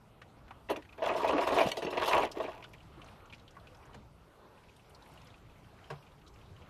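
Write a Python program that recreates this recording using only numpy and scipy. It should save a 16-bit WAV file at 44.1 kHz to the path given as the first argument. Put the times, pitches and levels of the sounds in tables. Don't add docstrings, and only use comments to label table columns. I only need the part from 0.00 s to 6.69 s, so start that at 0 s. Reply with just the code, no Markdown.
import sys
import numpy as np
from scipy import signal
from scipy.fft import rfft, irfft, next_fast_len
from scipy.io import wavfile
from scipy.ndimage import uniform_filter1d

SR = 44100
rng = np.random.default_rng(int(sys.argv[2]) if len(sys.argv) > 2 else 0)


def store_pcm(level_fs):
    pcm = np.round(np.clip(level_fs, -1, 1) * 32767).astype(np.int16)
    wavfile.write(sys.argv[1], SR, np.atleast_2d(pcm).T)


def how_loud(loudness_db):
    steps = np.asarray(loudness_db, float) / 20
    return 10 ** steps


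N = 295029
T = np.arange(N) / SR


def unit(x):
    return x / np.sqrt(np.mean(x ** 2))


def coloured(points, lo_hz=0, hi_hz=SR):
    hz, db = np.transpose(points)
    size = next_fast_len(N)
    f = np.arange(size // 2 + 1) * SR / size + 1e-3
    gain = how_loud(np.interp(np.log(f), np.log(hz), db, left=-90, right=-90))
    gain = gain * (f >= lo_hz) * (f < hi_hz)
    return unit(irfft(rfft(rng.standard_normal(size)) * gain, size)[:N])


def patchy(points, edges, rate, patchy_db):
    spectrum = rfft(coloured(points))
    f = np.arange(N // 2 + 1) * SR / N
    out = np.zeros(N)
    for lo, hi in zip(edges, edges[1:]):
        band = irfft(spectrum * (f >= lo) * (f < hi), N)
        out += band * how_loud(patchy_db * walk(rate))
    return unit(out)


def walk(rate):
    k = int(SR / rate)
    steps = np.repeat(rng.standard_normal(N // k + 1), k)
    return unit(uniform_filter1d(uniform_filter1d(steps, k), k)[:N])


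def ring(x, hz, width):
    return signal.lfilter(*signal.iirpeak(min(hz, SR / 2.2), hz / width, fs=SR), x)


def fade(t, t60):
    return np.exp(-np.log(1000) * t / t60)


def burst(t60, rise_s):
    t = T[:int(SR * t60)]
    shape = (1 - np.exp(-t / rise_s)) * fade(t, t60)
    return shape / shape.max()


def patter(rate, spread_db, smear_s):
    chance = rng.random((2, N))
    landed = chance[0] < rate / SR
    sizes = landed * how_loud(spread_db * np.minimum(-np.log(chance[1] + 1e-9), 3))
    power = signal.lfilter([1], [1, -np.exp(-1 / (smear_s * SR))], sizes ** 2)
    return unit(np.sqrt(power + 1e-9))


def add(out, s, x):
    i = int(s * SR)
    out[i:i + len(x)] += x[:N - i]


def pan(modes, force):
    power, out = 0, np.zeros(N)
    for hz, width, db in modes:
        power += how_loud(db) ** 2 * np.pi * width / SR
        struck = ring(force * rng.standard_normal(N), hz, 6.6 * width)
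        out += how_loud(db) * ring(struck, hz, width)
    return out / np.sqrt(power)


# start_s, flow_db, breakup_db (how much the jet breaks into spatter)
FLOW = [(0.978, -51, -9), (1.05, -36, -9.5), (1.19, -36.5, -9), (1.292, -29, -13.5), (1.476, -36, -10),
        (1.54, -27, -13.5), (1.59, -37.5, -0.5), (1.656, -38, -11), (1.744, -50, -6), (1.86, -43.5, -22.5),
        (2.01, -32.5, -10.5), (2.092, -39, -1.5), (2.158, -27, -7), (2.236, -31, -9.5), (2.338, -57.5, -14),
        (2.362, -41, -7), (2.53, -49.5, -8.5), (2.8, -67, -19)]
# start_s, peak_db, high_over_deep_db, spatter_db
SLUGS = [(0.689, -29, 2, -11), (0.696, -22, 13, -19), (0.708, -24.5, -17, -11),
         (0.761, -33.5, 6, -7.5), (0.982, -32, 3, -16.5), (1.021, -19.5, 7, -19.5),
         (1.039, -28, 1, -28), (1.063, -23.5, 25, -38), (1.092, -19.5, 10, -21), (1.11, -24, -13, -18),
         (1.151, -18, -1, -38), (1.197, -26.5, 28, -23), (1.22, -35, 22, -6), (1.244, -19.5, 6, -14.5),
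         (1.289, -17.5, 16, -15.5), (1.331, -22, 5, -11.5), (1.349, -20, 7, -34),
         (1.379, -15.5, 13, -36), (1.416, -19.5, 15, -22), (1.472, -14.5, 12.5, -43),
         (1.525, -15.5, 11, -23), (1.565, -15.5, 12, -25), (1.584, -15, -2, -21),
         (1.606, -12.5, -1, -16), (1.63, -29, -14, -6), (1.666, -21.5, 5, -16), (1.688, -47, -7, 6),
         (1.718, -28.5, -5, -16),
         (1.772, -22, -14, -26), (1.822, -24, -14, -8.5), (1.846, -28, -7, -29),
              (1.867, -25, -18, -11), (1.928, -26.5, -15, -10), (1.973, -22.5, 1, -7),
              (2.015, -20, 25.5, -22), (2.077, -16, 10.5, -25), (2.111, -17, 15, -13.5),
              (2.139, -19, 24, -19), (2.175, -21.5, 22, -10.5), (2.231, -15, -7, -19),
              (2.371, -30, -33, -16), (2.401, -19.5, 3, -19.5), (2.44, -26, -17, -14.5),
              (2.479, -28.5, 9, -19)]
# start_s, peak_db, t60_s
SPLATS = [(0.699, -33, 0.074), (0.763, -42, 0.046), (1.0235, -43.5, 0.16), (1.159, -38.5, 0.41),
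          (1.245, -43.5, 0.071), (1.279, -36.5, 0.14), (1.407, -35, 0.29), (1.47, -31.5, 0.089),
          (1.5196, -35, 0.13), (1.5393, -35, 0.56), (1.6047, -35, 0.18), (1.6645, -34.5, 0.2),
          (1.687, -36, 0.046), (1.7163, -26.5, 0.024), (1.769, -32.5, 0.11), (1.82, -42.5, 0.32),
          (1.904, -40, 0.15), (2.031, -35.5, 0.19), (2.0566, -30.5, 0.13), (2.0774, -26, 0.14),
          (2.2335, -35, 0.032), (2.315, -37, 0.035), (2.4014, -45, 0.27)]
# pitch_hz, width_hz, level_db
DEEP_MODES = [(165, 28, -14.5), (241, 43, -9.5), (290, 26, -1.5), (356, 21, 1), (418, 47, 2)]
MIDDLE_MODES = [(476, 46, -2), (532, 36, -2), (563, 35, -4), (653, 49, 3.5), (705, 450, -20.5)]
UPPER_MODES = [(842, 16.5, -0.5), (966, 32, 3), (1068, 82, -5), (1115, 49, -3.5), (1220, 32, -3.5),
               (1401, 38, -13.5), (1650, 19, -13)]
# pitch_hz, level_db (per Hz)
SPATTER_COLOUR = [(850, 10), (1450, -4.5), (1690, 0.5), (1820, 1.5), (1990, -2), (2670, 2), (3090, -4.5),
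                  (3290, -4.5), (3960, -12.5), (5000, -17.5), (6500, -25), (11000, -120)]
SPRAY_COLOUR = [(2650, 9), (4500, 0), (6820, -7), (7800, -10.5), (10400, -11.5), (12700, -11), (13600, -16)]


def gush():
    s, flow_db, breakup_db = np.transpose(FLOW)
    drum = how_loud(np.interp(T, s, flow_db, left=-120, right=-120))
    clumps = how_loud(3 * walk(45))
    spatter = how_loud(np.interp(T, s, flow_db + breakup_db, left=-120, right=-120)) * clumps
    spray = spatter * how_loud(-12.5)
    shake = drum * how_loud(-18)
    drops = patter(670, spread_db=-2.0, smear_s=0.0018)

    slugs = np.zeros((4, N))
    for s, db, high_db, spatter_db in SLUGS:
        shares_db = (-12 - high_db / 2, -3, -10.5 + high_db / 2, spatter_db)
        for line, rel_db in zip(slugs, shares_db):
            add(line, s - .0015, how_loud(db + rel_db) * burst(0.12, rise_s=0.00082))
    splats = np.zeros(N)
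    for s, db, t60 in SPLATS:
        add(splats, s - .001, how_loud(db - 11) * burst(max(t60, .02), rise_s=0.003))

    deep, middle, upper = [np.hypot(how_loud(db) * drum * drops, how_loud(-10.0) * slug)
                           for db, slug in zip((-9, -5, -7), slugs)]
    body = pan(DEEP_MODES, deep) + pan(MIDDLE_MODES, middle) + pan(UPPER_MODES, upper)
    slap = coloured([(200, -18), (350, -2.0), (700, 9.5), (1200, -9.5), (2000, -5.5), (3000, -55)])
    body += how_loud(-6.5) * middle * slap
    body = np.interp(T + .0004 * walk(20), T, body)

    splash = np.hypot(spatter * patter(450, spread_db=5.5, smear_s=.0015), how_loud(-6) * slugs[3])
    splash = splash * patchy(SPATTER_COLOUR, np.geomspace(800, 7000, num=12), 60, patchy_db=2.5)
    mist = np.hypot(spray * drops * patter(200, spread_db=3.0, smear_s=.003), splats)
    mist = mist * patchy(SPRAY_COLOUR, np.geomspace(2500, 14000, num=16), 90, patchy_db=3)
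    ground = coloured([(18, -5), (60, 9.0), (160, -8.0), (280, -35)])
    ground = shake * how_loud(2.8 * walk(26.3)) * ground
    return body + splash + mist + how_loud(-4.5) * ground


# start_s, peak_db, pitch_hz (centre of the slap)
BLOWS = [(0.701, -31.5, 616), (0.711, -20.5, 484), (0.7615, -27.5, 2027), (0.984, -42, 784),
         (1.027, -19.5, 700), (1.041, -27, 810), (1.067, -20, 690), (1.096, -19, 680), (1.112, -25, 756),
         (1.154, -23, 610), (1.298, -23, 600), (1.336, -23, 506), (1.474, -18.5, 800), (1.565, -14.5, 604),
         (2.401, -24, 664), (1.247, -12.5, 687), (1.352, -28, 515), (1.382, -18, 660), (1.577, -11.5, 552),
         (1.609, -13.5, 611), (1.629, -26, 508), (1.637, -39, 700), (1.672, -22.5, 512),
         (1.718, -20.5, 2970), (1.771, -25, 2820), (1.822, -35, 2700), (1.85, -22, 557), (1.849, -31, 4060),
         (1.869, -27, 2600), (1.977, -21, 596), (2.078, -17.5, 884), (2.131, -21, 826), (2.182, -12.5, 896),
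         (2.194, -18.5, 810), (2.236, -19, 614)]


def blows():
    out, t = np.zeros(N), T[:2000]
    for s, db, hz in BLOWS:
        spread, phase = rng.random((2, 5, 1))
        tones = hz * how_loud(5.5 * (2 * spread - 1))
        hit = np.sum(np.sin(2 * np.pi * tones * t + phase), axis=0)
        hit = hit * fade(t, 0.047) * (1 - np.exp(-t / 0.00022))
        hit = ring(hit, hz, 0.63 * hz)
        add(out, s - .001, how_loud(db - 6.5) * hit / abs(hit).max())
    return out


# start_s, peak_db, pitch_hz, breadth (share of pitch)
TICKS = [
    (0.217, -41.5, 1520, 0.48),
    (0.481, -49.5, 1560, 0.44),
    (0.5078, -38, 1025, 0.44),
    (0.823, -47, 1900, 0.64),
    (0.8507, -52, 1650, 0.51),
    (0.8916, -51, 2500, 0.21),
    (0.927, -49, 2390, 0.32),
    (2.316, -39, 4900, 0.31),
]
# start_s, peak_db, pitch_hz, t60_s, breadth (share of pitch)
PLOPS = [(0.703, -28.5, 410, 0.14, 0.14), (0.768, -36, 312, 0.12, 0.39), (1.334, -27, 290, 0.21, 0.023),
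         (1.654, -28.5, 168, 0.14, 0.76), (1.849, -36.5, 200, 0.1, 0.63), (2.971, -51, 312, 0.2, 0.13),
         (3.568, -41.5, 1160, 0.06, 0.15), (3.941, -49.5, 467, 0.15, 0.12), (3.944, -41, 806, 0.072, 2.6),
         (3.956, -48, 173, 0.34, 0.37), (5.91, -37, 685, 0.17, 0.95)]
# start_s, peak_db, pitch_hz
DRIPS = [(2.6252, -42.5, 2320), (2.6403, -41, 3090), (2.7364, -46, 2240), (2.7828, -54.5, 3030),
         (2.8046, -52.5, 2770), (2.9983, -65, 2100), (3.0174, -46, 2770), (3.2028, -55, 2170),
         (3.2557, -58, 2500), (3.2996, -51, 2750), (3.3262, -44, 2400), (3.085, -49.5, 2700),
         (2.643, -44, 1370), (3.3333, -38.5, 2580), (3.346, -54, 2700), (3.3814, -58, 3570),
         (3.4786, -48.5, 3130), (3.553, -57, 1920), (3.5984, -56, 3520), (3.6706, -47.5, 2670),
         (3.7466, -60, 2920), (3.8274, -57, 2240), (3.9318, -53, 2930), (3.9442, -65, 1830),
         (4.3024, -63, 2000), (4.526, -68, 2200), (4.5756, -57, 2650), (4.6347, -59, 2800),
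                (4.6855, -56, 2550), (4.694, -53, 2530), (4.763, -58, 3480), (4.7948, -56, 2700),
                (4.8571, -71, 3410), (4.905, -60, 2840), (4.947, -47.5, 4500), (5.0018, -72, 2550),
                (5.023, -50, 3800), (5.0621, -55, 2180), (5.175, -50, 2780), (5.216, -55.5, 2630),
                (5.2577, -59, 3250), (5.269, -58, 2540), (5.283, -55, 2130), (5.3016, -53.5, 3340),
                (5.3427, -52, 2620), (5.3794, -61, 2800), (5.4173, -70, 2150), (5.462, -58.5, 2160),
                (5.4972, -55, 2530), (5.557, -61, 2230), (5.6443, -55.5, 2840), (5.7885, -57, 2060),
                (5.8425, -51, 3040), (5.8713, -64, 2830), (5.9032, -46, 2640), (5.9561, -60, 3560),
                (5.9783, -59, 3890), (6.026, -55.5, 2700), (6.0664, -54.5, 2750), (6.1184, -59.5, 3570),
                (6.182, -64, 2880), (6.2155, -59, 2640), (6.2655, -56, 3720), (6.2734, -55, 3320),
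                (6.3382, -68, 2390), (6.3596, -56, 2700), (6.3886, -59, 3420), (6.4136, -54.5, 2830),
                (6.46, -56, 3350), (6.4914, -61, 2650), (6.5652, -72, 1990), (6.5652, -55, 2870),
                (6.619, -54, 2640), (6.661, -59, 2700)]
# start_s, peak_db, pitch_hz
FINE_TICKS = [(2.7313, -57.5, 5360), (3.044, -58, 6060), (3.3254, -55, 3600), (3.508, -54.5, 5750),
              (3.7478, -54, 4970), (3.946, -56, 6150), (4.765, -59.5, 8740), (4.8966, -60, 10300),
              (5.2166, -55.5, 5200), (5.2708, -55, 4930), (5.582, -65, 5800), (5.9053, -49, 4870),
              (6.278, -54, 4970), (6.3393, -60, 5300),
              (5.0318, -66, 9600), (5.055, -66, 11000), (5.075, -63, 11500), (5.0892, -63, 10000),
              (5.117, -63, 8000), (5.1361, -59, 12900), (5.245, -63, 10100), (0.713, -43.5, 11000),
              (2.83, -61, 4770), (2.69, -64, 11100), (2.734, -62, 11800), (3.061, -55, 3940),
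              (3.075, -63, 9000), (3.09, -70, 11000), (3.258, -60, 6000), (3.345, -53, 4900),
              (3.396, -56, 3660), (3.42, -67, 5000), (3.77, -63, 5960), (3.855, -59, 6950),
              (0.219, -48, 2900), (0.508, -54.5, 2870)]


def ticks():
    drip_t60_s = .055
    rows = [(s, db, hz, .06, breadth) for s, db, hz, breadth in TICKS] + PLOPS
    rows += [(*row, drip_t60_s, .25) for row in DRIPS]
    rows += [(*row, drip_t60_s, .32) for row in FINE_TICKS]
    out = np.zeros(N)
    for s, db, hz, t60, breadth in rows:
        shape = burst(max(t60, .01), rise_s=.001)[:8000]
        t = T[:len(shape)]
        noise = rng.standard_normal(8000)
        width = np.clip(breadth, .03, 1.5) * hz
        ping = np.sin(2 * np.pi * hz * t * (1 + 4 * t))
        wet = unit(ring(ring(noise, hz, 3.4 * width), hz, width))[-len(shape):]
        crack = (wet + how_loud(-2) * ping * shape) * shape
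        snap = unit(ring(noise, 0.48 * hz, 1.05 * hz))[:len(shape)] * shape ** 3
        crack = crack / abs(crack).max() + 0.057 * snap
        add(out, s - .001, how_loud(db) * crack / abs(crack).max())
    return out


# start_s, peak_db
KNOCKS = [
    (5.905, -24),
]
# pitch_hz, level_db, t60_s
KNOCK_MODES = [(143.6, 3, 0.21), (175, -7, 0.12), (388, -7, 0.14), (461, 2, 0.099), (614, 3.5, 0.064),
               (943, -1.5, 0.085), (1117, 5, 0.036), (1634, -5, 0.051), (2700, -12, 0.045)]


def knock():
    out = np.zeros(N)
    t = T[:SR // 3]
    for s, db in KNOCKS:
        walls = np.zeros(len(t))
        for hz, mode_db, t60 in KNOCK_MODES:
            tone = np.sin(2 * np.pi * hz * t + 2 * np.pi * rng.random())
            build = 1 - np.exp(-(t / (0.0018 + 2.8 / hz)) ** 2)
            walls += how_loud(mode_db) * tone * fade(t, t60) * build
        scuff = ring(rng.standard_normal(len(t)), 1360, 720)
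        scuff = scuff * fade(t, 0.044) * (1 - np.exp(-t / 0.0021))
        hit = walls + how_loud(6.5) * scuff
        add(out, s - .004, how_loud(db - 7.5) * hit / abs(hit).max())
    return out


# start_s, traffic_db, trickle_db
SWELLS = [(0.0, -52.5, -90), (0.568, -48, -91), (0.758, -63.5, -76), (0.9, -49.5, -88), (2.83, -56, -82.5),
          (3.08, -47, -82), (3.5, -51, -88.5), (3.85, -48, -81.5), (4.1, -54, -90.5), (4.5, -47, -87),
          (4.74, -59.5, -77.5), (4.98, -51.5, -83.5), (5.14, -53.5, -74.5), (5.47, -55.5, -83.5),
          (5.87, -52, -79.5), (6.18, -55, -84), (6.69, -51, -82)]


def trickle():
    out = np.zeros(N)
    t = T[:600]
    s, _, trickle_db = np.transpose(SWELLS)
    for when, pitch, size in rng.random((800, 3)):
        start_s = 2.6 + 4.05 * when
        hz = 2100 * how_loud(10 * pitch ** 2)
        swell_db = np.interp(start_s, s, trickle_db - trickle_db.mean())
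        gain = how_loud(-62 + 14 * size ** 2 - 8 * pitch + .6 * swell_db)
        speck = np.sin(2 * np.pi * hz * t) * np.sin(np.pi * t / t[-1]) * np.exp(-t / 0.0015)
        add(out, start_s, gain * speck)
    return out


# pitch_hz, level_db (per Hz)
AIR_COLOUR = [(15, -24), (25, 0.5), (60, 2.5), (110, 2), (250, -8), (500, -9), (1000, -11.5), (1450, -15),
              (1700, -21), (2600, -23), (4000, -27.5), (6300, -34), (10000, -37.5), (13500, -37)]


def yard():
    slow_t = T[::64]
    s, traffic_db, trickle_db = np.transpose(SWELLS)
    rumble = 4 * walk(4.08)[::64]
    traffic = np.interp(slow_t, s, traffic_db - traffic_db.mean())
    stream = np.interp(slow_t, s, trickle_db - trickle_db.mean())
    share_hz = np.log([120, 300, 1200, 2200, 5000, 11000])
    followers = [(rumble, [0.54, 0.052, 0.071, 0.12, 0.05, 0.02]),
                 (traffic, [0.0, 0.25, 1.0, 0.44, 0.093, 0.014]),
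                 (stream, [0, 0.085, 0.54, 0.55, 0.55, 0.082])]
    spectrum = rfft(how_loud(-57) * coloured(AIR_COLOUR))
    f = np.arange(N // 2 + 1) * SR / N
    edges, out = np.geomspace(15, 14000, num=25), np.zeros(N)
    for lo, hi in zip(edges, edges[1:]):
        swell = sum(np.interp(np.log(lo), share_hz, share) * line for line, share in followers)
        flicker = 1.88 * min(1, (4000 / lo) ** 0.23) * walk(25)
        band = irfft(spectrum * (f >= lo) * (f < hi), N)
        out += band * how_loud(np.repeat(swell, 64)[:N] + flicker)
    return out


def underside(x):
    t = T[:SR // 4]
    tail = rng.standard_normal(len(t)) * fade(t, 0.1)
    tail = signal.lfilter([1], [1, -.5], tail)
    tail = tail / np.sqrt(np.sum(tail ** 2))
    return x + how_loud(-17) * signal.fftconvolve(x, tail)[:N]


def treble_gate(x):
    f, _, z = signal.stft(x, SR, nperseg=1024, noverlap=768)
    power = uniform_filter1d(abs(z) ** 2, size=3, axis=2)
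    near = uniform_filter1d(power, size=4, axis=1)
    wide = uniform_filter1d(power, size=40, axis=1)
    whole = power.sum(axis=1, keepdims=True)
    least = np.maximum(wide * how_loud(2 * -5), whole * how_loud(2 * -59))
    weak = (near < least) & (f[:, None] > 4800)
    z = z * np.where(weak, how_loud(-25), 1)
    return signal.istft(z, SR, nperseg=1024, noverlap=768)[1][:, :N]


def scene():
    oil = gush() + blows() + ticks() + trickle() + knock()
    return (underside(oil) + yard())[None]


def roll_off(x):
    return signal.sosfilt(signal.butter(12, 13740, fs=SR, output="sos"), x)


def record(dry):
    thin = signal.sosfilt(signal.butter(1, 30, "high", fs=SR, output="sos"), dry)
    thin = signal.sosfilt(signal.ellip(12, .3, 70, 13560, fs=SR, output="sos"), thin)
    return roll_off(treble_gate(thin))


dry = scene()
out = record(dry)
store_pcm(out)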